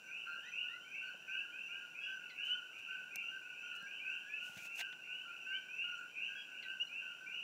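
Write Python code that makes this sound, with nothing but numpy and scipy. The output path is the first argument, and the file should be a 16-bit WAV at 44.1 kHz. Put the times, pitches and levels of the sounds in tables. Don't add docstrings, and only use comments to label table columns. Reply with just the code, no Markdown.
import sys
import numpy as np
from scipy import signal
from scipy.fft import rfft, irfft, next_fast_len
from scipy.io import wavfile
from scipy.ndimage import uniform_filter1d

SR = 44100
rng = np.random.default_rng(int(sys.argv[2]) if len(sys.argv) > 2 else 0)


def store_pcm(level_fs):
    pcm = np.round(np.clip(level_fs, -1, 1) * 32767).astype(np.int16)
    wavfile.write(sys.argv[1], SR, np.atleast_2d(pcm).T)


N = 327663
TIME = np.arange(N) / SR


def undb(db):
    return 10 ** (np.asarray(db) / 20)


def unit(x):
    return x / np.sqrt(np.mean(x ** 2))


def add(out, start_s, sound):
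    i = int(start_s * SR)
    lo, hi = max(i, 0), min(i + len(sound), N)
    if hi > lo:
        out[lo:hi] += sound[lo - i:hi - i]


def colour(x, points):
    freq_hz, level_db = np.transpose(points)
    size = next_fast_len(N)
    bins_hz = np.maximum(np.fft.rfftfreq(size, 1 / SR), 1)
    gain = undb(np.interp(np.log(bins_hz), np.log(freq_hz), level_db))
    return unit(irfft(rfft(x, size) * gain, size)[:N])


def band(hz, width_hz):
    size = next_fast_len(N)
    bins_hz = np.fft.rfftfreq(size, 1 / SR)
    resonance = 1 / (1 + ((bins_hz - hz) / width_hz) ** 2)
    return unit(irfft(rfft(rng.standard_normal(size)) * resonance)[:N])


def walk(rate_hz):
    k = int(SR / rate_hz)
    steps = np.repeat(rng.standard_normal(N // k + 1), k)
    return 0.68 * uniform_filter1d(steps, k)[:N]


def trees(x, t60_s):
    t = TIME[:SR // 2]
    spikes = rng.standard_normal(len(t)) ** 3
    echoes = spikes * undb(-60 * t / t60_s) * (1 - np.exp(-t / 0.0044))
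    heard = signal.fftconvolve(x, echoes)
    return heard * np.linalg.norm(x) / np.linalg.norm(heard)


def flutter(x, depth, fade_db=0):
    return x * (1 + depth * walk(260)) * undb(fade_db * walk(55))


def note(length_s, start_hz, end_hz, second_db=-52, third_db=-52, attack_s=0.0016, arch=0.0022,
         swell=0.28, release_s=0.0037, late_swell=1.17, glide_power=1.9):
    u = np.linspace(0, 1, int(length_s * SR))
    glide_hz = end_hz + (start_hz - end_hz) * (1 - u) ** glide_power
    hz = glide_hz * (1 + arch * (np.sin(np.pi * u) - 1))
    phase = 2 * np.pi * np.cumsum(hz) / SR
    edges = np.tanh(u * length_s / attack_s) * np.tanh((1 - u) * length_s / release_s)
    effort = edges * 0.84 * (1 - swell + swell * np.sin(np.pi * u ** late_swell))
    voice = np.sin(phase) + undb(second_db) * np.sin(2 * phase) + undb(third_db) * np.sin(3 * phase)
    return np.sqrt(2) * effort * voice


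# freq_hz, level_db
AIR_SPECTRUM = [(25, -18), (45, -33), (75, -16), (125, -2), (180, 2), (400, 0.5), (800, -1), (1200, -4),
                (3800, -11.5), (5200, -11), (7400, -19), (8800, -17.5), (12000, -18), (15500, -19.5)]


def air():
    return colour(rng.standard_normal(N), AIR_SPECTRUM) * undb(-68.5 + .2 * walk(7.1))


def high_tone(hz=15000, beat_hz=30, db=-94):
    beating = np.sin(2 * np.pi * hz * TIME) * np.cos(np.pi * beat_hz * TIME)
    return 2 * undb(db + 2.7 * walk(11.0)) * beating


def insect(hz, width_hz, db, waver_db):
    return band(hz, width_hz) * undb(db + waver_db * walk(9.8))


def zip_call(start_s=5.97, hz=7000, width_hz=550, db=-67, attack_s=0.0021, decay_s=0.035):
    t = np.maximum(TIME - start_s, 0)
    return band(hz, width_hz) * undb(db) * (1 - np.exp(-t / attack_s)) * np.exp(-t / decay_s)


# start_s, pitch_hz, level_db
CRICKET_CHIRPS = [(0.021, 5940, -73), (0.441, 5930, -72.5), (.87, 5905, -76), (1.25, 5910, -74.5),
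                  (1.619, 5910, -75.5), (2.091, 5960, -75.5), (2.46, 5930, -75), (2.831, 5870, -77.5),
                  (3.22, 5940, -77), (3.6, 5870, -76), (3.79, 5830, -75.5), (4.049, 5860, -79),
                  (4.21, 5770, -78), (4.47, 6000, -80), (4.84, 6000, -81), (5.359, 5820, -80),
                  (5.691, 5860, -75.5), (5.869, 5820, -75), (6.22, 5950, -75.5), (6.47, 5840, -88),
                  (6.769, 5800, -74), (7.18, 5850, -80), (7.3, 5910, -78.5)]


def crickets(length_s=0.12, stroke_hz=30, sag_hz=90, gain_db=1.5, t60_s=.14):
    out, t = np.zeros(N), TIME[:int(length_s * SR)]
    stroke = t * stroke_hz % 1
    effort = np.sin(np.pi * stroke) ** 2 * np.sqrt(np.sin(np.pi * t / length_s))
    for start_s, pitch_hz, level_db in CRICKET_CHIRPS:
        phase = 2 * np.pi * np.cumsum(pitch_hz + sag_hz * (.5 - stroke)) / SR
        chirp = unit(np.sin(phase) * effort) * undb(level_db + gain_db)
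        add(out, start_s, chirp * undb(-5.5))
        add(out, start_s, trees(chirp, t60_s) * undb(-2))
    return out


# start_s, level_db
HOLLOW_TAPS = [(0.383, -64), (1.143, -60), (3.01, -67)]


def taps(hz=560, width_hz=160, decay_s=0.0066):
    out, t = np.zeros(N), TIME[:SR // 16]
    dull = band(hz, width_hz)
    envelope = np.exp(-t / decay_s) * (1 - np.exp(-t / 0.0018))
    for start_s, level_db in HOLLOW_TAPS:
        add(out, start_s, 2 * undb(level_db) * dull[int(start_s * SR):][:len(t)] * envelope)
    return out


# peak_s, rise_s, fall_s, level_db, body_db (case resonance against hiss)
CLOTH_BRUSHES = [(2.454, 0.0087, 0.016, -67.5, -14), (2.5, 0.037, 0.027, -71.5, 6),
                 (2.791, 0.0056, 0.015, -68, 1), (3.757, 0.009, 0.019, -65.5, -18),
                 (4.48, 0.059, 0.15, -64.5, -9), (4.536, .004, 0.0047, -80, 16),
                 (4.578, 0.016, 0.021, -68.5, 8), (4.625, 0.034, 0.03, -69, -14),
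                 (4.66, 0.023, 0.015, -62, -4), (4.71, .03, 0.034, -79, -9),
                 (4.785, 0.031, 0.028, -58.5, -14), (4.806, 0.017, 0.015, -58.5, 11.5),
                 (4.928, 0.0014, 0.0059, -76, 27.5)]
# freq_hz, level_db
CLOTH_SPECTRUM = [(60, -44), (300, -13), (700, 4), (1200, -11), (3500, -6.5), (6500, 6.5), (9000, -3),
                  (15000, -5)]
# freq_hz, level_db
CASE_SPECTRUM = [(60, -35), (560, -37), (700, -2.5), (850, -7), (1050, -16), (2200, 4.5), (3600, -1),
                 (5000, -16.5), (12000, -66)]


def brushes(grain_db=2.5, catch_db=3, rattle_db=4.5):
    grains = rng.standard_normal(N) * undb(grain_db * walk(1100) + catch_db * walk(170))
    hiss = colour(grains, CLOTH_SPECTRUM)
    body = colour(grains * undb(rattle_db * walk(400)), CASE_SPECTRUM)
    out = np.zeros(N)
    for peak_s, rise_s, fall_s, level_db, body_db in CLOTH_BRUSHES:
        pressure = np.exp(-((TIME - peak_s) / np.where(TIME < peak_s, rise_s, fall_s)) ** 2)
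        out += pressure * undb(level_db) * (hiss + undb(body_db) * body)
    return out


# start_s, thud_hz, thud_db, ring_db, click_db
FINGER_KNOCKS = [(2.79, 104, -65, -82, -75), (3.158, 181, -60, -52.5, -26), (3.826, 203, -57, -63, -48),
                 (4.493, 193, -58.5, -53, -68), (4.566, 153, -52, -68, -66), (4.577, 170, -59, -55, -40),
                 (4.619, 181, -60, -66, -55), (4.654, 199, -66, -56, -58), (4.795, 197, -85, -58, -37),
                 (4.8, 201, -86, -62, -44), (4.812, 200, -84, -56, -45), (4.926, 220, -65, -61, -63)]
# freq_hz, level_db
CLICK_SPECTRUM = [(300, -38), (2000, -7.5), (5300, -5), (6100, 3), (7180, -11), (8000, 2), (9000, -7.5),
                  (12500, -11), (15000, -3)]
# freq_hz, decay_s, level_db
RING_MODES = [(470, 0.0026, -7), (650, 0.0041, -2), (765, 0.0044, -2), (1050, .002, -15)]


def knocks(thud_s=0.0037, click_decay_s=0.00099):
    out, t = np.zeros(N), TIME[:SR // 8]
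    plastic = colour(rng.standard_normal(N), CLICK_SPECTRUM)
    hollow = sum(undb(level_db) * np.sin(2 * np.pi * freq_hz * t) * np.exp(-t / decay_s)
                 for freq_hz, decay_s, level_db in RING_MODES)
    thud_envelope = (t / thud_s * np.exp(1 - t / thud_s)) ** 2
    onset = 1 - np.exp(-t / 0.0009)
    for start_s, thud_hz, thud_db, ring_db, click_db in FINGER_KNOCKS:
        i = int(start_s * SR)
        thud = undb(thud_db) * np.sin(2 * np.pi * thud_hz * t) * thud_envelope
        click = undb(click_db) * plastic[i:i + len(t)] * np.exp(-t / click_decay_s)
        ring = undb(ring_db) * hollow
        add(out, start_s, thud + (ring + click) * onset)
    return out


def low_cut(x, hz=85):
    return signal.sosfilt(signal.butter(3, hz, "high", fs=SR, output="sos"), x)


def far_call(length_s, start_hz, end_hz, t60_s):
    call = note(length_s, start_hz, end_hz)
    heard = trees(call, t60_s)
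    add(heard, 0, call * undb(-1.5))
    return heard


def stray_frogs(length_s, start_hz, end_hz, pitch_spread, t60_s, count):
    out = np.zeros(N)
    jitter = rng.uniform(-1, 1, (count, 2))
    for when_s, (late, pitch) in zip(np.linspace(-.3, N / SR, count), jitter):
        stretch = 1 + pitch_spread * pitch
        call = far_call(length_s, start_hz * stretch, end_hz * stretch, t60_s)
        add(out, when_s + .04 * late, call)
    return unit(out)


def spread(share, count):
    return 1 + share * (np.linspace(-1, 1, count) + rng.uniform(-1.005, 1, count) / count)


def wave_of_calls(pitches_hz, length_s, rise, stagger_s, t60_s):
    wave, count = np.zeros(SR), len(pitches_hz)
    turns = (rng.permutation(count) + rng.random(count)) / count
    for turn, hz in zip(turns, pitches_hz):
        call = far_call(length_s, hz * (1 - rise), hz, t60_s)
        add(wave, stagger_s * turn, call)
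    return wave * np.sqrt(length_s * SR / np.sum(wave ** 2))


# freq_hz, level_db
FAR_CO_SPECTRUM = [(1250, -35), (1350, -2.5), (1420, 0.5), (1550, -2), (1620, 1), (1750, 11.5), (1900, 11)]


def far_co(centre_hz=1505, pitch_spread=0.03013, pull=0.669, lag_s=.004, gain_db=-6.5, stray_db=-64):
    out = undb(stray_db) * stray_frogs(0.051, 1466.6, 1520, pitch_spread=0.079, t60_s=1.0, count=150)
    for start_s, length_s, pitch_hz, level_db in CO_NOTES:
        pitches_hz = (centre_hz + pull * (pitch_hz - centre_hz)) * spread(pitch_spread, count=3)
        wave = wave_of_calls(pitches_hz, length_s, rise=0.01975, stagger_s=.035, t60_s=.4)
        add(out, start_s + lag_s, undb(level_db + gain_db) * wave)
    return colour(out, FAR_CO_SPECTRUM) * np.std(out)


# start_s, level_db
QUI_WAVES = [(.08, -45), (.24, -52.5), (0.518, -44.5), (.89, -51), (.98, -51.5), (1.27, -48.5), (1.5, -54),
             (1.68, -50.5), (1.95, -44), (2.169, -53), (2.33, -43.5), (2.469, -54), (2.719, -49.5),
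             (2.871, -50.5), (3.149, -48.5), (3.42, -52), (3.599, -49), (3.859, -52), (4.031, -46),
             (4.29, -47), (4.56, -58.5), (4.691, -43.5), (5.03, -46), (5.299, -51), (5.441, -53),
             (5.74, -44), (5.831, -50), (6.14, -42), (6.301, -51.5), (6.49, -50), (6.6, -49.5),
             (6.91, -47.5), (7.272, -45)]
# freq_hz, level_db
FAR_QUI_SPECTRUM = [(1700, 5), (2000, 0.5), (2200, -9.5), (2450, -2.5), (2750, 3), (3020, -3.5), (3120, 4),
                    (3240, 3), (3500, -19)]


def far_qui(top_hz=2840, pitch_spread=.075, lag_s=0.001991, gain_db=-2.5, stray_db=-59):
    out = undb(stray_db) * stray_frogs(.1, 2400, 2880, pitch_spread=.085, t60_s=0.91, count=130)
    for start_s, level_db in QUI_WAVES:
        pitches_hz = top_hz * spread(pitch_spread, count=6)
        wave = wave_of_calls(pitches_hz, length_s=.125, rise=.19, stagger_s=.045, t60_s=.6)
        add(out, start_s + lag_s, undb(level_db + gain_db) * wave)
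    return colour(flutter(out, FROG_GRAIN), FAR_QUI_SPECTRUM) * np.std(out)


# start_s, start_hz, end_hz, level_db
FALLING_CHIPS = [(2.295, 2530, 1974, -53), (6.623, 2510, 1930, -52)]


def chips(drop_s=0.0073, decay_s=0.017, second_db=-3, echo_db=-8, snap_db=-4, snap_s=0.012):
    out, t = np.zeros(N), TIME[:SR // 12]
    rasp = band(2800, 935)
    for start_s, start_hz, end_hz, level_db in FALLING_CHIPS:
        hz = end_hz + (start_hz - end_hz) * np.exp(-t / drop_s)
        phase = 2 * np.pi * np.cumsum(hz) / SR
        tone = (np.sin(phase) + undb(second_db) * np.sin(2 * phase)) * np.exp(-t / decay_s)
        snap = undb(snap_db) * rasp[int(start_s * SR):][:len(t)] * np.exp(-t / snap_s)
        call = (tone + snap) * (1 - np.exp(-t / 0.0093)) * 2 * undb(level_db)
        add(out, start_s, call)
        add(out, start_s, trees(call, 0.13) * undb(echo_db))
    return out


FROG_GRAIN = .12
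QUI_FADE_DB, LOW_FADE_DB = 2.8, .8


def near_frogs(rows, gain_db, echo_db, t60_s, grain, attack_s, arch, swell, fade_db, glide_power=1.9):
    direct, echo = np.zeros(N), np.zeros(N)
    for start_s, length_s, start_hz, end_hz, level_db, *harmonics_db in rows:
        call = note(length_s, start_hz, end_hz, *harmonics_db, attack_s=attack_s, arch=arch,
                    swell=swell, glide_power=glide_power)
        call *= undb(level_db + gain_db)
        nearness_db = max(level_db + 47.0, 0)
        add(direct, start_s, call)
        add(echo, start_s, trees(call, t60_s) * undb(echo_db - 0.67 * nearness_db))
    return flutter(direct, grain, fade_db) + echo


# start_s, length_s, start_hz, end_hz, level_db, second_db, third_db
ARCHED_PEEPS = [(2.0, .085, 1630, 1656, -60.5, 1, -13), (2.06, 0.099, 1690, 1650, -65, -3, -12),
                (6.348, 0.1, 1665, 1635, -63.5, 8.5, -12)]


def peeps():
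    return near_frogs(ARCHED_PEEPS, gain_db=1.5, echo_db=-9, t60_s=0.23, grain=FROG_GRAIN,
                      attack_s=0.006, arch=0.014, swell=0.8, fade_db=LOW_FADE_DB)


# start_s, length_s, start_hz, end_hz, level_db, second_db
CLIMBING_CALLS = [(.425, 0.079, 1670, 2035, -57, -14), (.68, .09, 1710, 2063, -58.5, -15)]


def climbs():
    return near_frogs(CLIMBING_CALLS, gain_db=-2.5, echo_db=-1.5, t60_s=0.2, grain=.7, attack_s=0.0029,
                      arch=0.002, swell=0.14, fade_db=QUI_FADE_DB, glide_power=1.35)


# start_s, length_s, start_hz, end_hz, level_db, second_db, third_db
REEDY_WHISTLES = [(.265, 0.11, 1406, 1398, -55.5, -28, -19), (1.04, 0.082, 1485, 1470, -52.5, -31, -24),
                  (2.7, 0.089, 1250, 1315, -73, -17, -22), (3.73, 0.12, 1370, 1394, -56.5, -37, -20),
                  (4.22, 0.16, 1570, 1740, -57, -19, -41), (5.88, 0.187, 1364, 1405, -58, -14, -24),
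                  (6.864, 0.017, 4250, 4150, -64, -42, -42), (7.125, 0.025, 1640, 1510, -66, -38, -38)]


def whistles():
    return near_frogs(REEDY_WHISTLES, gain_db=0.0, echo_db=-3.5, t60_s=0.14, grain=0.34,
                      attack_s=0.0051, arch=0.014, swell=0.24, fade_db=LOW_FADE_DB)


# start_s, length_s, pitch_hz, level_db
CO_NOTES = [(.01, 0.11, 1555, -58), (0.258, 0.11, 1563, -51), (0.264, 0.094, 1409, -49.5),
            (0.428, 0.088, 1470, -57.5), (.63, 0.054, 1470, -52.5), (0.699, 0.08, 1410, -53.5),
            (.761, 0.13, 1500, -64.5), (1.015, 0.096, 1540, -50), (1.222, .06, 1760, -69),
            (1.278, 0.11, 1560, -47.5), (1.38, 0.078, 1630, -55.5), (1.448, 0.078, 1440, -56),
            (1.52, 0.074, 1550, -56.5), (1.685, 0.07, 1420, -57.5), (1.727, 0.089, 1590, -53.5),
            (1.802, 0.061, 1450, -55), (2.062, 0.12, 1550, -48.5), (2.186, .11, 1456, -55.5),
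            (2.382, 0.087, 1660, -57), (2.478, 0.128, 1471, -50.5), (2.599, .1, 1500, -55.5),
            (2.866, 0.082, 1400, -58), (2.885, 0.083, 1534, -49), (2.95, .12, 1525, -49.5),
            (3.06, 0.085, 1510, -64), (3.221, 0.11, 1380, -62), (3.315, 0.073, 1565, -47.5),
            (3.42, 0.16, 1480, -54.5), (3.63, .12, 1460, -52), (3.718, 0.037, 1770, -67),
            (3.813, 0.081, 1620, -51), (3.86, .06, 1510, -56.5), (4.048, 0.098, 1547, -47),
            (4.202, 0.091, 1504, -60), (4.4, 0.098, 1468, -52.5), (4.518, 0.11, 1440, -57),
            (4.785, 0.093, 1573, -51.5), (4.871, 0.089, 1490, -56), (5.09, 0.15, 1516, -58),
            (5.251, 0.086, 1405, -52.5), (5.463, 0.14, 1555, -46.5), (5.65, 0.094, 1520, -56.5),
            (5.84, 0.12, 1450, -50), (5.961, 0.095, 1483, -51), (6.28, 0.098, 1610, -54),
            (6.34, 0.079, 1665, -59), (6.302, 0.097, 1506, -54.5), (6.48, .09, 1520, -57.5),
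            (6.652, .11, 1557, -48), (7.02, 0.066, 1530, -51.5), (7.085, 0.062, 1430, -55),
            (7.207, 0.065, 1540, -50.5)]


def near_co(rise=0.0087, second_db=-35, third_db=-32.5):
    rows = [(start_s, length_s, pitch_hz * (1 - rise), pitch_hz, level_db, second_db, third_db)
            for start_s, length_s, pitch_hz, level_db in CO_NOTES]
    return near_frogs(rows, gain_db=-0.5, echo_db=-8.5, t60_s=.5, grain=FROG_GRAIN, attack_s=0.0017,
                      arch=.018, swell=0.31, fade_db=LOW_FADE_DB)


# start_s, length_s, top_hz, level_db
QUI_NOTES = [(0.038, 0.085, 2780, -66), (0.073, 0.14, 2677, -52.5), (0.311, 0.11, 2890, -51),
             (0.446, 0.054, 2690, -51), (0.511, 0.13, 2957, -47), (0.516, 0.14, 2843, -42.5),
             (0.628, .1, 2828, -49.5), (0.842, 0.11, 2560, -55.5), (0.904, 0.1, 2716, -47.5),
             (0.943, 0.058, 2410, -50), (.95, 0.11, 2850, -53), (1.267, 0.15, 2956, -47),
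             (1.281, 0.097, 2666, -45), (1.348, 0.095, 2772, -46), (1.523, 0.055, 2595, -51.5),
             (1.566, 0.055, 2720, -43.5), (1.601, 0.083, 2817, -51.5), (1.682, 0.08, 2585, -50.5),
             (1.7, 0.063, 2923, -46.5), (1.941, 0.09, 2696, -48), (1.989, 0.11, 2970, -53),
             (2.377, 0.12, 3064, -42), (2.483, 0.072, 3064, -34.5), (2.731, 0.058, 2525, -54),
             (2.764, 0.076, 2930, -58), (2.83, 0.12, 2864, -51), (2.876, 0.096, 2704, -52),
             (3.106, 0.12, 2803, -47.5), (3.135, 0.072, 2437, -50), (3.168, .16, 2860, -47),
             (3.416, 0.099, 2730, -55), (3.48, .11, 2915, -57.5), (3.541, 0.11, 2720, -52),
             (3.602, 0.1, 2890, -52.5), (3.592, 0.086, 3120, -59), (3.704, 0.084, 2904, -49.5),
             (3.708, 0.084, 2670, -55), (3.863, .15, 2708, -52), (3.882, 0.12, 3026, -53.5),
             (3.995, 0.11, 2640, -46.5), (4.049, 0.11, 2768, -43), (4.09, 0.082, 2832, -48.5),
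             (4.291, 0.087, 2660, -43.5), (4.307, 0.17, 2890, -50.5), (4.579, 0.17, 2752, -51),
             (4.991, .09, 2862, -51.5), (5.076, 0.12, 2944, -47.5), (5.159, 0.086, 3070, -55),
             (5.279, 0.11, 2713, -53), (5.447, 0.078, 2850, -45.5), (5.515, 0.071, 3090, -44),
             (5.517, 0.062, 2390, -53), (5.683, .14, 2780, -47.5), (5.766, .1, 2890, -42),
             (5.77, 0.1, 2856, -45.5), (6.113, .14, 2810, -52), (6.148, 0.14, 2740, -46.5),
             (6.185, .11, 2955, -54), (6.318, 0.073, 2676, -52.5), (6.511, 0.078, 2906, -52.5),
             (6.541, 0.09, 2630, -61), (6.626, 0.093, 2896, -51.5), (6.797, 0.039, 2928, -35),
             (6.89, 0.14, 2805, -45), (7.049, 0.086, 2882, -50.5), (7.26, 0.0458, 2470, -48),
             (7.298, 0.09, 2958, -47.5), (7.313, 0.096, 2720, -56)]


def near_qui(rise=.15, rise_length_s=.13, rise_power=0.52):
    rows = []
    for start_s, length_s, top_hz, level_db in QUI_NOTES:
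        start_hz = top_hz * (1 - rise * (length_s / rise_length_s) ** rise_power)
        rows.append((start_s, length_s, start_hz, top_hz, level_db))
    return near_frogs(rows, gain_db=-1.0, echo_db=-.8, t60_s=0.42, grain=FROG_GRAIN, attack_s=.004,
                      arch=0.0047, swell=0.4, fade_db=QUI_FADE_DB)


def scene():
    insects = crickets() + insect(5804, 150, -77.0, 1.6) + insect(7180, 590, -79.0, 1.0) + zip_call()
    background = air() + high_tone() + insects
    touches = low_cut(taps() + brushes() + knocks())
    others = chips() + peeps() + climbs() + whistles()
    coquis = far_co() + far_qui() + near_co() + near_qui()
    return (background + touches + others + coquis)[None]


def record(dry, top_hz=15700):
    return signal.sosfilt(signal.ellip(10, .2, 70, top_hz, fs=SR, output="sos"), dry)


dry = scene()
out = record(dry)
store_pcm(out)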